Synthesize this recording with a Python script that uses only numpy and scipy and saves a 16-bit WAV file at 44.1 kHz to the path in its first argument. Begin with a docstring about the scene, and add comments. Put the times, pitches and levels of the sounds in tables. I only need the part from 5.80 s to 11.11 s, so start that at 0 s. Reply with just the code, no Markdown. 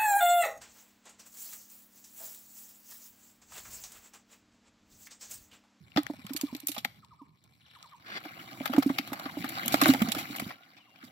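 """First a wet net rustles beside a plastic bucket at the edge of a wet field, and live fish flap in the bucket.
Bodies thump the base (decaying resonances), fish and net slap, flick and squirt (shaped crackling bursts),
and the slimy heap squelches and patters (patchy coloured noise), with scraping fins and sharp dry clicks.
Far behind, birds whistle (gliding sines with echo) over a low rumble (coloured noise)."""
import sys
import numpy as np
from scipy import signal
from scipy.fft import rfft, irfft, next_fast_len
from scipy.io import wavfile
from scipy.ndimage import uniform_filter1d, map_coordinates

SR = 44100
rng = np.random.default_rng(int(sys.argv[2]) if len(sys.argv) > 2 else 0)


def store_wav(level_fs):
    """Save 16-bit WAV to argv[1]."""
    pcm = np.round(np.clip(np.atleast_2d(level_fs), -1, 1) * 32767)
    wavfile.write(sys.argv[1], SR, pcm.T.astype(np.int16))


N = 234256

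# bodies landing on the base:
# (time [s], level [dB], ring [Hz], wall knock [dB], length of the push [s], at least 1 ms)
LANDINGS = [(0.162, -22.5, 212, -9, 0.0026), (0.176, -16, 295, -4.5, 0.0074), (0.299, -27, 293, -6, .0047),
            (0.337, -42, 248, -1.5, 0.0014), (0.388, -45, 255, -25, .005), (0.446, -38, 196, -30, 0.0026),
            (0.505, -31, 271, -36, 0.0067), (0.549, -32, 299, -19, .003), (0.634, -22.5, 285, -19, 0.0058),
            (0.727, -31.5, 248, -16.5, 0.0038), (0.748, -34, 289, -13.5, 0.0037),
            (0.832, -42, 289, -16, .007), (0.89, -35, 292, -9, 0.0067), (0.977, -38, 234, -3, 0.0024),
            (1.051, -41, 235, -10, 0.0044), (1.415, -44, 279, -15, 0.0056), (2.455, -39.5, 310, -4, 0.0061),
            (2.807, -28.5, 264, -6, 0.0023), (2.896, -27, 254, -12, 0.008), (2.942, -27, 306, -19, 0.0091),
            (2.98, -9, 281, -13.5, 0.0045), (3.061, -15.5, 276, -38, 0.0047),
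            (3.1, -19, 273, -13.5, 0.0032), (3.193, -29.5, 274, -12, 0.0035),
            (3.32, -29.5, 280, -1.5, 0.0031), (3.459, -31, 282, -25, 0.0023), (3.57, -28, 289, -4, .0045),
            (3.642, -28.5, 264, -22, 0.003), (3.856, -31, 241, -5, 0.0074), (3.941, -18, 290, -3.5, 0.0026),
            (4.022, -16.5, 282, -8.5, 0.0063), (4.059, -21.5, 316, -19, 0.007),
            (4.089, -9.5, 270.3, -15.5, 0.0093), (4.144, -26, 259, -7, 0.0061),
            (4.217, -15, 219, -13.5, 0.0035), (4.246, -29.5, 247, -10, 0.0014),
            (4.282, -25, 226, -18, 0.0053), (4.366, -28.5, 285, -29, 0.002),
            (4.501, -31.5, 293, -15, 0.00099), (4.623, -30, 244, -20, 0.001),
            (4.665, -31.5, 206, -16.5, 0.001), (5.235, -43, 254, -17, 0.0035)]


def thumps():
    """Superposition: the heavy landings add up, alike at both ports."""
    out = np.zeros((2, N))
    for s, *landing in LANDINGS:
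        add(out, s, thump(*landing))
    return out


# resonances of the bucket wall, before a small random spread:
# (frequency [Hz], relative level [dB], t60 [s])
WALL_MODES = [(467, -17, 0.013), (580, -3.5, 0.052), (665, 5, 0.027), (847, -1.5, 0.036)]


def thump(db, hz, knock_db, push, damping=0.0058, tail_db=-26, air_hz=268, wall_db=-4,
          wall_rise=0.0013, flop_db=-20, flop_t60=0.098):
    """Forced resonance: a push rings the base at a pitch set by the load lying on it; the wall knocks along."""
    air_t60 = .22  # s
    t, push = np.arange(SR // 4) / SR, max(push, .001)
    u = t / push
    swell = (u * np.exp(1 - u)) ** (push / damping)  # a long push swells slowly
    base = swell * np.sin(2 * np.pi * hz * t)
    onset = np.minimum(u, 1)
    # the air in the bucket hums on
    air = onset * amp(tail_db - 60 * t / air_t60) * np.sin(2 * np.pi * air_hz * t)
    wall = np.zeros(len(t))
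    for mode_hz, mode_db, t60 in WALL_MODES:
        decay = amp(mode_db + rng.normal(0, 2.4) - 60 * t / t60)
        wall += decay * np.sin(2 * np.pi * mode_hz * rng.normal(1, .03) * t)
    knock = amp(wall_db + knock_db) * np.minimum(t / wall_rise, 1) * wall
    flop = onset * amp(flop_db - 60 * t / flop_t60) * rubbing(len(t))  # the soft body settles
    return amp(db) * (base + air + flop + knock)


# spectrum of bodies dragging on the base: (frequency [Hz], relative level [dB per Hz])
RUB_SPECTRUM = [(25, -18), (60, -29.5), (100, -2.5), (160, -0.5), (280, 0), (340, -2), (450, -31.5),
                (700, -27.5)]


def rubbing(n, apart=0.23):
    """Friction noise: a dull random drag on the base, nearly alike at both ports."""
    noise = rng.standard_normal(n) + apart * rng.standard_normal((2, n))
    return unit(coloured(noise, RUB_SPECTRUM))


LEAD_IN_S = .02  # a short soft swell leads into each slap

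# wet slaps, flicks and squirts of fish and net that stand out: (time [s], level [dB],
# flatness from 0 glancing to 1 full on, relative spray [dB], t60 [s], left-right [dB])
BLOWS = [(0.1179, -45.5, 0.49, -34, 0.015, 7), (0.1612, -22, 0.78, -23.5, 0.016, 13.5),
         (0.1713, -14.5, 0.73, -27, 0.054, -3), (0.232, -36, .4, 4.5, 0.0099, -5),
         (0.4658, -31.5, 0.44, -2.5, 0.014, -4), (0.4924, -39.5, 0.74, -11, 0.072, 3),
         (0.5336, -33.5, 0, 5.5, 0.03, -3), (0.563, -22, 0.048, -1.5, .03, -5),
         (0.5712, -35, 0.14, 8, 0.028, -10), (0.611, -25.5, 0, 2, 0.034, -4),
         (0.7489, -26.5, 0.14, -5, 0.015, 3), (0.764, -40, 0.085, 2, 0.028, -2.5),
         (0.8005, -40, 0.09, 4.5, .026, -10), (0.8706, -29.5, 0, 16, 0.018, 0),
         (0.8827, -31, 0.2, 6, 0.059, -14), (0.9163, -32, 0.18, 2.5, 0.053, -2),
         (0.9454, -37, 0.43, 0, .07, -3), (0.9634, -31.5, 0.8, -21, 0.069, -3.5),
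         (0.9795, -28, 0.35, -4, 0.062, 0), (1.0464, -19.5, 0.67, -8, 0.032, 0.5),
         (2.4493, -39.5, 0.91, -9, 0.062, 1), (2.8555, -24, 0.88, -3.5, 0.047, 5),
         (2.8761, -24, 0.58, -7, 0.014, -4), (2.9331, -29, 0.98, -11, 0.055, 5.5),
         (2.9623, -27, .9, -10, 0.038, -2), (2.9815, -26.5, 0.79, -19, 0.019, 1),
         (3.0224, -27.5, 0.85, -17, 0.0372, 5.5), (3.027, -22.5, 0.78, -7.5, 0.033, 2.5),
         (3.0904, -34.5, 1, -11, 0.07, 4), (3.1838, -15.5, .6, -11, 0.039, -0.5),
         (3.274, -31.5, 0.74, -3.5, 0.02, 3), (3.3305, -28, .9, -2.5, 0.041, -4),
         (3.3955, -26.5, 0.76, -9.5, 0.025, -2), (3.455, -31, 0.9, -25, 0.057, 1),
         (3.6426, -31, .95, -5.5, 0.063, 0.5), (3.689, -35, 0.41, 7, 0.04, 3),
         (3.8582, -31.5, 0.41, 10.5, 0.02, 5), (3.8794, -17.5, 0.34, 4.5, .019, 2.5),
         (3.9214, -25, 0.15, 0.5, 0.11, -2.5), (3.9409, -12, 0.85, -8.5, 0.033, -3),
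         (4.0136, -12.5, 0.86, -3.5, 0.057, -3.5), (4.0345, -18.5, .2, -4.5, 0.023, -12),
         (4.0416, -20.5, 0.52, -12, .04, -3.5), (4.0575, -23, 1, -5, 0.042, -9.5),
         (4.0794, -25, 0.89, 6.5, 0.044, -3.5), (4.102, -23, 0.55, -18.5, 0.056, -7),
         (4.1358, -17.5, .7, -5.5, .027, -1), (4.1455, -23.5, 0.93, -25, 0.027, -10.5),
         (4.219, -19, 0.63, -5.5, 0.037, -2.5), (4.286, -26, 0, -4.5, 0.025, -8),
         (4.3185, -17, 0.28, -2.5, 0.032, -5.5), (4.3482, -25, 0.77, -4.5, 0.045, -3),
         (4.383, -28, 0.66, -2.5, 0.15, -2), (4.56, -34.5, 0.44, 4, 0.058, -0.5),
         (4.5964, -23.5, 0.65, -2, .033, -4), (4.7054, -36, 1, -23, 0.035, -1),
         (4.9657, -48.5, 0.58, -19, 0.19, -3), (5.1572, -50.5, 0.63, -21, 0.032, 13),
         (5.238, -49.5, 0, -3, 0.1, -11)]


def slaps():
    """Superposition: each slap, flick or squirt sounds at its own time, after a short soft swell."""
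    out = np.zeros((2, N))
    for s, *blow in BLOWS:
        add(out, s - LEAD_IN_S, slap(*blow))
    return out


# spectra of the hollow smack, the crack and the spray: (frequency [Hz], relative level [dB per Hz])
SMACK_SPECTRUM = [(250, -57), (480, -7.5), (720, 0.5), (830, 4), (950, -7.5), (1250, 2.5), (1600, -2.5),
                  (2300, -8.5), (4000, -63)]
CRACK_SPECTRUM = [(700, -54), (1300, -6), (1900, -1), (3000, 4), (4200, 1), (5500, -3.5), (8000, -34)]
SPRAY_SPECTRUM = [(3000, -61), (5500, 7), (7500, 13.5), (10000, 14.5), (12500, 20), (15000, 14),
                  (16500, -18)]
# (glancing, full on): a flatter slap is hollower and traps a bigger pocket of air
SMACK_DB, POCKET_HZ, SLAP_RISE_S = (-29.5, 0), (4500, 1095), (0.00087, 0.001)


def slap(db, flat, spray, t60, pan_db, lead_db=-16, lead_t60=0.0096, hold_share=0.052, ragged_db=1.0,
         tail_db=-29, tail_t60=0.6, crack_db=-13.0, spray_db=-8, pocket_db=-12, pocket_q=7):
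    """Impact noise: a short soft swell, then a wet burst of smack, crack, popping air pocket and spray."""
    t = np.arange(SR // 6) / SR - LEAD_IN_S  # the burst starts at zero
    smack_db, hz, rise = (np.interp(flat, (0, 1), ends) for ends in (SMACK_DB, POCKET_HZ, SLAP_RISE_S))
    t60 = max(t60, .003)
    # a brief hold, a fast decay, and a faint slow tail
    blow = amp(-60 * np.maximum(t - hold_share * t60, 0) / t60) + amp(tail_db - 60 * t / tail_t60)
    lead_in = amp(lead_db - 60 * np.abs(t) / lead_t60)
    shape = np.clip(t / rise, 0, 1) * blow + lead_in
    ragged = amp(ragged_db * wobble(len(t), 507))
    burst = shape * ragged * crackle(len(t), rate=6500, spread_db=4, hiss=.7)
    pocket = signal.lfilter(*signal.iirpeak(hz, pocket_q, SR), burst)
    parts = [(coloured(burst, SMACK_SPECTRUM), smack_db),
             (coloured(burst, CRACK_SPECTRUM), crack_db),
             (pocket, pocket_db),
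             (coloured(burst, SPRAY_SPECTRUM), spray + spray_db)]
    sound = sum(amp(part_db) * unit(part) for part, part_db in parts)
    sound = sound * np.sqrt(np.mean(shape ** 2))
    return sound * amp(db + np.clip(pan_db, -16, 16) * np.array([[.5], [-.5]]))


# how hard the heap wriggles: (time [s], effort [dB])
EFFORT = [(2.199, -66.5), (2.31, -56.5), (2.5, -54), (2.779, -52.5), (2.87, -46), (3.04, -52.5),
          (3.39, -50), (3.6, -49), (3.93, -40.5), (4.01, -42), (4.081, -31), (4.16, -42.5), (4.38, -43.5),
          (4.56, -48.5), (4.69, -47), (4.78, -64), (5.08, -67), (5.31, -58.5)]


def patter(spray_db=-5, pan_spread_db=4, t60=0.025, most_db=-42):
    """Random point process: small flaps at irregular moments, stronger as the heap grows lively, up to a limit."""
    per_s, over_effort_db, spread_db = 22, 9, 7
    out, (times, effort) = np.zeros((2, N)), np.transpose(EFFORT)
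    draws = rng.random((int((times[-1] - times[0]) * per_s), 4))
    for k, (when, size, flat, side) in enumerate(draws):
        s = times[0] + (k + when) / per_s
        db = min(np.interp(s, times, effort), most_db) + over_effort_db - spread_db * size
        add(out, s - LEAD_IN_S, slap(db, np.sqrt(flat), spray_db, t60, pan_spread_db * (2 * side - 1)))
    return out


# spectra of the sticky splats and their treble fizz: (frequency [Hz], relative level [dB per Hz])
SQUELCH_SPECTRUM = [(300, -23), (500, -11), (720, 0), (850, -3), (970, -2.5), (1220, 4), (2200, -6),
                    (4000, -8.5), (6000, -16.5), (9000, -40.5)]
FIZZ_SPECTRUM = [(3000, -29.5), (5200, 1), (6500, -1.5), (8000, -12), (10000, -8.5), (12500, 2),
                 (15000, -10.5), (16500, -3)]


def wriggle(rub_db=-1, squelch_db=4.0, fizz_db=-5, rub_grows=1.08, fizz_grows=1.3, splat_db=1.0,
            slide_db=-1.44, lumps_db=3):
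    """Friction noise: sliding slimy bodies splat stickily over a dull rubbing; more effort is brighter."""
    busy_db = -48  # the effort at which the layers keep their set balance
    effort = level(EFFORT) / amp(busy_db)
    sticky = crackle(N, rate=1200, spread_db=4.2, hiss=.5)
    sticky = patchy(sticky, depth_db=4, hz_span=600, s_span=.014)  # splats of differing colour
    sticky = sticky * amp(splat_db * wobble(N, 70) + slide_db * wobble(N, 18))
    rub = amp(rub_db + lumps_db * wobble(N, 30)) * effort ** rub_grows * rubbing(N)
    squelch = amp(squelch_db) * effort * unit(coloured(sticky, SQUELCH_SPECTRUM))
    fizz = amp(fizz_db) * effort ** fizz_grows * unit(coloured(sticky, FIZZ_SPECTRUM))
    return amp(busy_db) * (rub + squelch + fizz)


# fins scraping along the wall: (end time [s], level built up to [dB], length [s])
FIN_SCRAPES = [(2.39, -30, .13), (3.782, -33, .07), (4.718, -41, .03)]
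# spectrum of the grating: (frequency [Hz], relative level [dB per Hz])
SCRAPE_SPECTRUM = [(500, -0.5), (1000, 2), (1600, 11.5), (3800, 1), (4700, 2.5), (6000, -15), (13000, -26),
                   (16000, -25)]


def scrapes():
    """Friction under growing load: fin spines grate harder and harder, then slip off."""
    build_db, release = 18, .012  # rise in dB, final fade in s
    out = np.zeros((2, N))
    for end, db, length in FIN_SCRAPES:
        to_go = np.arange(int(length * SR))[::-1] / SR
        grit = unit(coloured(crackle(len(to_go), rate=2500, spread_db=2, hiss=.35), SCRAPE_SPECTRUM))
        build = amp(db - build_db * np.sqrt(to_go / length))
        add(out, end - length, grit * build * np.minimum(to_go / release, 1))
    return out


# sharp dry clicks, some far to one side, the first a touch on the microphone:
# (time [s], level [dB], pitch [Hz], left-right [dB])
DRY_CLICKS = [(0.2665, -30.5, 1750, 24.5), (0.8701, -15, 7000, 2), (1.0485, -13.5, 1870, 4.5),
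              (1.2474, -44, 4070, 12), (1.6405, -43.5, 7920, -2.5), (2.028, -30.5, 4200, 0.5),
              (3.1860, -28, 2230, 6), (3.881, -46, 6000, -6.5), (4.0156, -20.5, 2520, 3),
              (4.0575, -18.5, 1470, 30)]


def clicks(cycles=6, grit=0.65, echo_db=-20, echo_t60=0.036):
    """Damped impulse: a sharp spike, 60 dB down after a few cycles, with a faint short echo."""
    out, t = np.zeros((2, N)), np.arange(SR // 20) / SR
    for s, db, hz, pan_db in DRY_CLICKS:
        ring = np.cos(2 * np.pi * hz * t) + grit * rng.standard_normal(len(t))
        spike = amp(-60 * t * hz / cycles) * ring
        echo = rng.standard_normal((2, len(t))) * amp(echo_db - 60 * t / echo_t60)
        band = signal.butter(1, [hz / 4, min(2 * hz, 15000)], "band", fs=SR)
        click = signal.lfilter(*band, spike + echo)
        add(out, s, click / np.abs(click).max() * amp(db + pan_db * np.array([[.5], [-.5]])))
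    return out


# the wet net being picked over: (time [s], relative rustle [dB])
NET_RUSTLE = [(0.0, -68.5), (0.14, -65.5), (0.33, -58), (0.67, -54.5), (0.81, -59.5), (1.51, -77),
              (1.81, -68.5), (2.0, -61.5), (2.2, -64)]
# spectrum of the twine: (frequency [Hz], relative level [dB per Hz])
MESH_SPECTRUM = [(300, -10.5), (700, -12), (1000, -1), (1450, -9.5), (2100, -6.5), (2900, -9), (4200, -10),
                 (6300, -25.5), (7500, -23), (14000, -23), (16000, -33.5)]


def net(rustle_db=1):
    """Friction noise: wet twine drags over mud and grass, then stops being heard at the last table row."""
    strands = crackle(N, rate=1500, spread_db=3, hiss=.25)
    strands = patchy(strands, depth_db=3.5, hz_span=800, s_span=.018)
    heard = np.arange(N) / SR < NET_RUSTLE[-1][0]
    return amp(rustle_db) * level(NET_RUSTLE) * heard * unit(coloured(strands, MESH_SPECTRUM))


# a far bird's calls of three falling notes: (start [s], level of the last note [dB])
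BIRD_CALLS = [(0.502, -51), (1.222, -50), (1.948, -48.5), (2.567, -56), (3.301, -47), (4.892, -64)]
# other far whistles: (time [s], level [dB], length [s], first pitch [Hz], last pitch [Hz])
FAR_WHISTLES = [(4.75, -63, .12, 1370, 1480), (4.99, -62, .06, 3100, 2650), (5.04, -65, .13, 2760, 2790)]


def birds():
    """Direct and reflected sound: birds around the field, the farther ones with stronger echo."""
    calls = []
    for s, db in BIRD_CALLS:
        for k in range(3):  # each note louder, longer and starting lower
            calls.append((s + k * .083, db + (k - 2) * 2, .034 + k * .007, 1372 - k * 61, 880))
    # a small bird's trill of five quick falling chirps, loudest in the middle
    chirps = [(1.804 + k * .0465, -56.5 - 1.2 * (k - 2) ** 2, .02, 4220, 2630) for k in range(5)]
    near = whistles(calls, echo_db=-7, echo_t60=.55)
    trill = whistles(chirps, echo_db=1, echo_t60=.4)
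    return near + trill + whistles(FAR_WHISTLES, echo_db=-1.5, echo_t60=0.34)


def whistles(notes, echo_db, echo_t60):
    """Frequency glide and reverberation: each note slides in pitch; the field's edge answers."""
    out = np.zeros(N)
    for s, db, length, first_hz, last_hz in notes:
        u = np.linspace(0, 1, int(max(length, .01) * SR))
        hz = last_hz + (first_hz - last_hz) * (1 + np.cos(np.pi * u)) / 2
        phase = 2 * np.pi * np.cumsum(hz) / SR
        add(out, s, amp(db) * np.sin(np.pi * u) * np.sin(phase))
    t = np.arange(SR // 2) / SR
    tail = rng.standard_normal((2, len(t))) * amp(-60 * t / echo_t60)
    tail = tail / np.linalg.norm(tail[0])
    return out + amp(echo_db) * signal.fftconvolve(out[None], tail, axes=1)[:, :N]


# the far-off rumble with its faint air: (time [s], level [dB])
RUMBLE_LEVEL = [(0, -60.5), (1.3, -64), (2.2, -70.5), (4.7, -78), (4.8, -90), (5.31, -74)]
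# its spectrum: (frequency [Hz], relative level [dB per Hz])
OUTDOOR_SPECTRUM = [(15, -81), (25, -30.5), (48, -37), (66, -5), (92, 2.5), (180, 1.5), (200, -2.5),
                    (373, -16.5), (1130, -51), (1370, -56), (1520, -44.5), (5430, -33.5), (6210, -47.5),
                    (7310, -40.5), (16000, -55)]


def outdoors():
    """Diffuse noise: a low far-off rumble under faint air, partly shared by the two ports."""
    air = rng.standard_normal(N) + .5 * rng.standard_normal((2, N))
    air = patchy(air, depth_db=2, hz_span=400, s_span=.033)
    return level(RUMBLE_LEVEL) * unit(coloured(air, OUTDOOR_SPECTRUM))


def crackle(n, rate, spread_db, hiss):
    """Shot noise: tiny bursts, rate a second, reach both ports directly and by brief scattering, over hiss."""
    sizes = amp(spread_db * np.clip(rng.standard_normal(n), -2, 2))
    pops = (rng.random(n) < rate / SR) * rng.standard_normal(n) * sizes
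    t = np.arange(SR // 100) / SR
    scatter = rng.standard_normal((2, len(t))) * amp(-60 * t / .016)
    paths = 1.1 * scatter / np.linalg.norm(scatter[0])
    paths[:, 0] += 1  # the direct sound
    heard = signal.fftconvolve(pops[None], paths, axes=1)[:, :n]
    return unit(heard) + hiss * rng.standard_normal((2, n))


def patchy(x, depth_db, hz_span, s_span):
    """Time-frequency modulation: random swells and gaps, local in pitch and time."""
    z = signal.stft(x, nperseg=256)[2]
    field = rng.standard_normal(z.shape[1:])
    for axis, span in enumerate([hz_span * 256 / SR, s_span * SR / 128]):
        size = max(round(span), 1)
        field = uniform_filter1d(uniform_filter1d(field, size, axis), size, axis)
    gain = amp(depth_db * np.clip(unit(field), -2.5, 2.5))
    return signal.istft(z * gain, nperseg=256)[1][:, :x.shape[1]]


def wobble(n, rate):
    """Random modulation: a smooth curve, rate knots a second."""
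    return map_coordinates(rng.standard_normal(int(n * rate / SR) + 4), [np.arange(n) * rate / SR])


def level(rows):
    """Envelope: a gain per sample from (time [s], level [dB]) rows, practically silent before the first."""
    return amp(np.interp(np.arange(N) / SR, *np.transpose(rows), left=-120))


def coloured(x, spectrum, size=2048):
    """Minimum-phase filtering: causal colouring, so nothing sounds before its cause."""
    cepstrum = irfft(np.log(amp(along(spectrum, np.fft.rfftfreq(size, 1 / SR)))))
    cepstrum[1:size // 2] *= 2
    cepstrum[size // 2 + 1:] = 0
    impulse = irfft(np.exp(rfft(cepstrum)))
    return signal.fftconvolve(x, impulse[None], axes=1)[:, :x.shape[-1]]


def filtered(x, response):
    """Linear filtering: x times a response of frequency."""
    m = next_fast_len(x.shape[-1] + SR // 10)
    return irfft(rfft(x, m) * response(np.fft.rfftfreq(m, 1 / SR)), m)[..., :x.shape[-1]]


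def along(points, hz):
    """Logarithmic pitch scale: (frequency [Hz], value) points interpolated on a log axis."""
    f, v = np.transpose(points)
    return np.interp(np.log(hz + 1), np.log(f + 1), v)


def amp(db):
    """Level law: decibels to gain."""
    return 10 ** (np.asarray(db) / 20)


def unit(x):
    """Mean power: scale to rms 1."""
    return x / np.sqrt(np.mean(x ** 2) + 1e-20)


def add(track, s, sound):
    """Superposition: mix a sound in at time s."""
    part = track[..., max(round(s * SR), 0):][..., :sound.shape[-1]]
    part += sound[..., :part.shape[-1]]


# how far the left port lags on the slaps, patter, clicks, wriggling, scrapes and net:
# (frequency [Hz], phase [radians])
LEFT_LAG = [(0, 0.5), (750, 0), (1000, 3.5), (1650, 3.5), (3200, 11), (16000, 52)]


def scene(alike_hz=600):
    """Stereo cues: long waves reach both ports alike; the bucket lies to the right, so the left hears it later."""
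    left, right = slaps() + patter() + clicks() + wriggle() + scrapes() + net()
    mid = (left + right) / 2
    side = filtered((left - right) / 2, lambda hz: hz ** 2 / (hz ** 2 + alike_hz ** 2))
    left = filtered(mid + side, lambda hz: np.exp(-1j * np.interp(hz, *np.transpose(LEFT_LAG))))
    return np.array([left, mid - side]) + thumps() + birds() + outdoors()


# colour of the two microphone ports: (frequency [Hz], left-right [dB])
PORT_BALANCE = [(200, -3), (700, -3), (1300, -0.5), (2400, 6.5), (4400, 2), (8000, -6.5), (14000, 6.5)]


def record(dry, low_hz=70):
    """Transducer response: the ports colour each side, thin the bass, notch the treble and limit the band."""
    top_hz = 16200
    dry = signal.lfilter(*signal.butter(2, low_hz, "high", fs=SR), dry)

    def response(hz):
        """Cascaded filters: their gains multiply."""
        notch = amp(-11 * np.exp(-((hz - 9100) / 330) ** 2))
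        sides = amp(along(PORT_BALANCE, hz) * np.array([[.5], [-.5]]))
        return notch * sides * np.clip((top_hz - hz) / 400 + .5, 0, 1)

    return filtered(dry, response)


dry = scene()
out = record(dry)
store_wav(out)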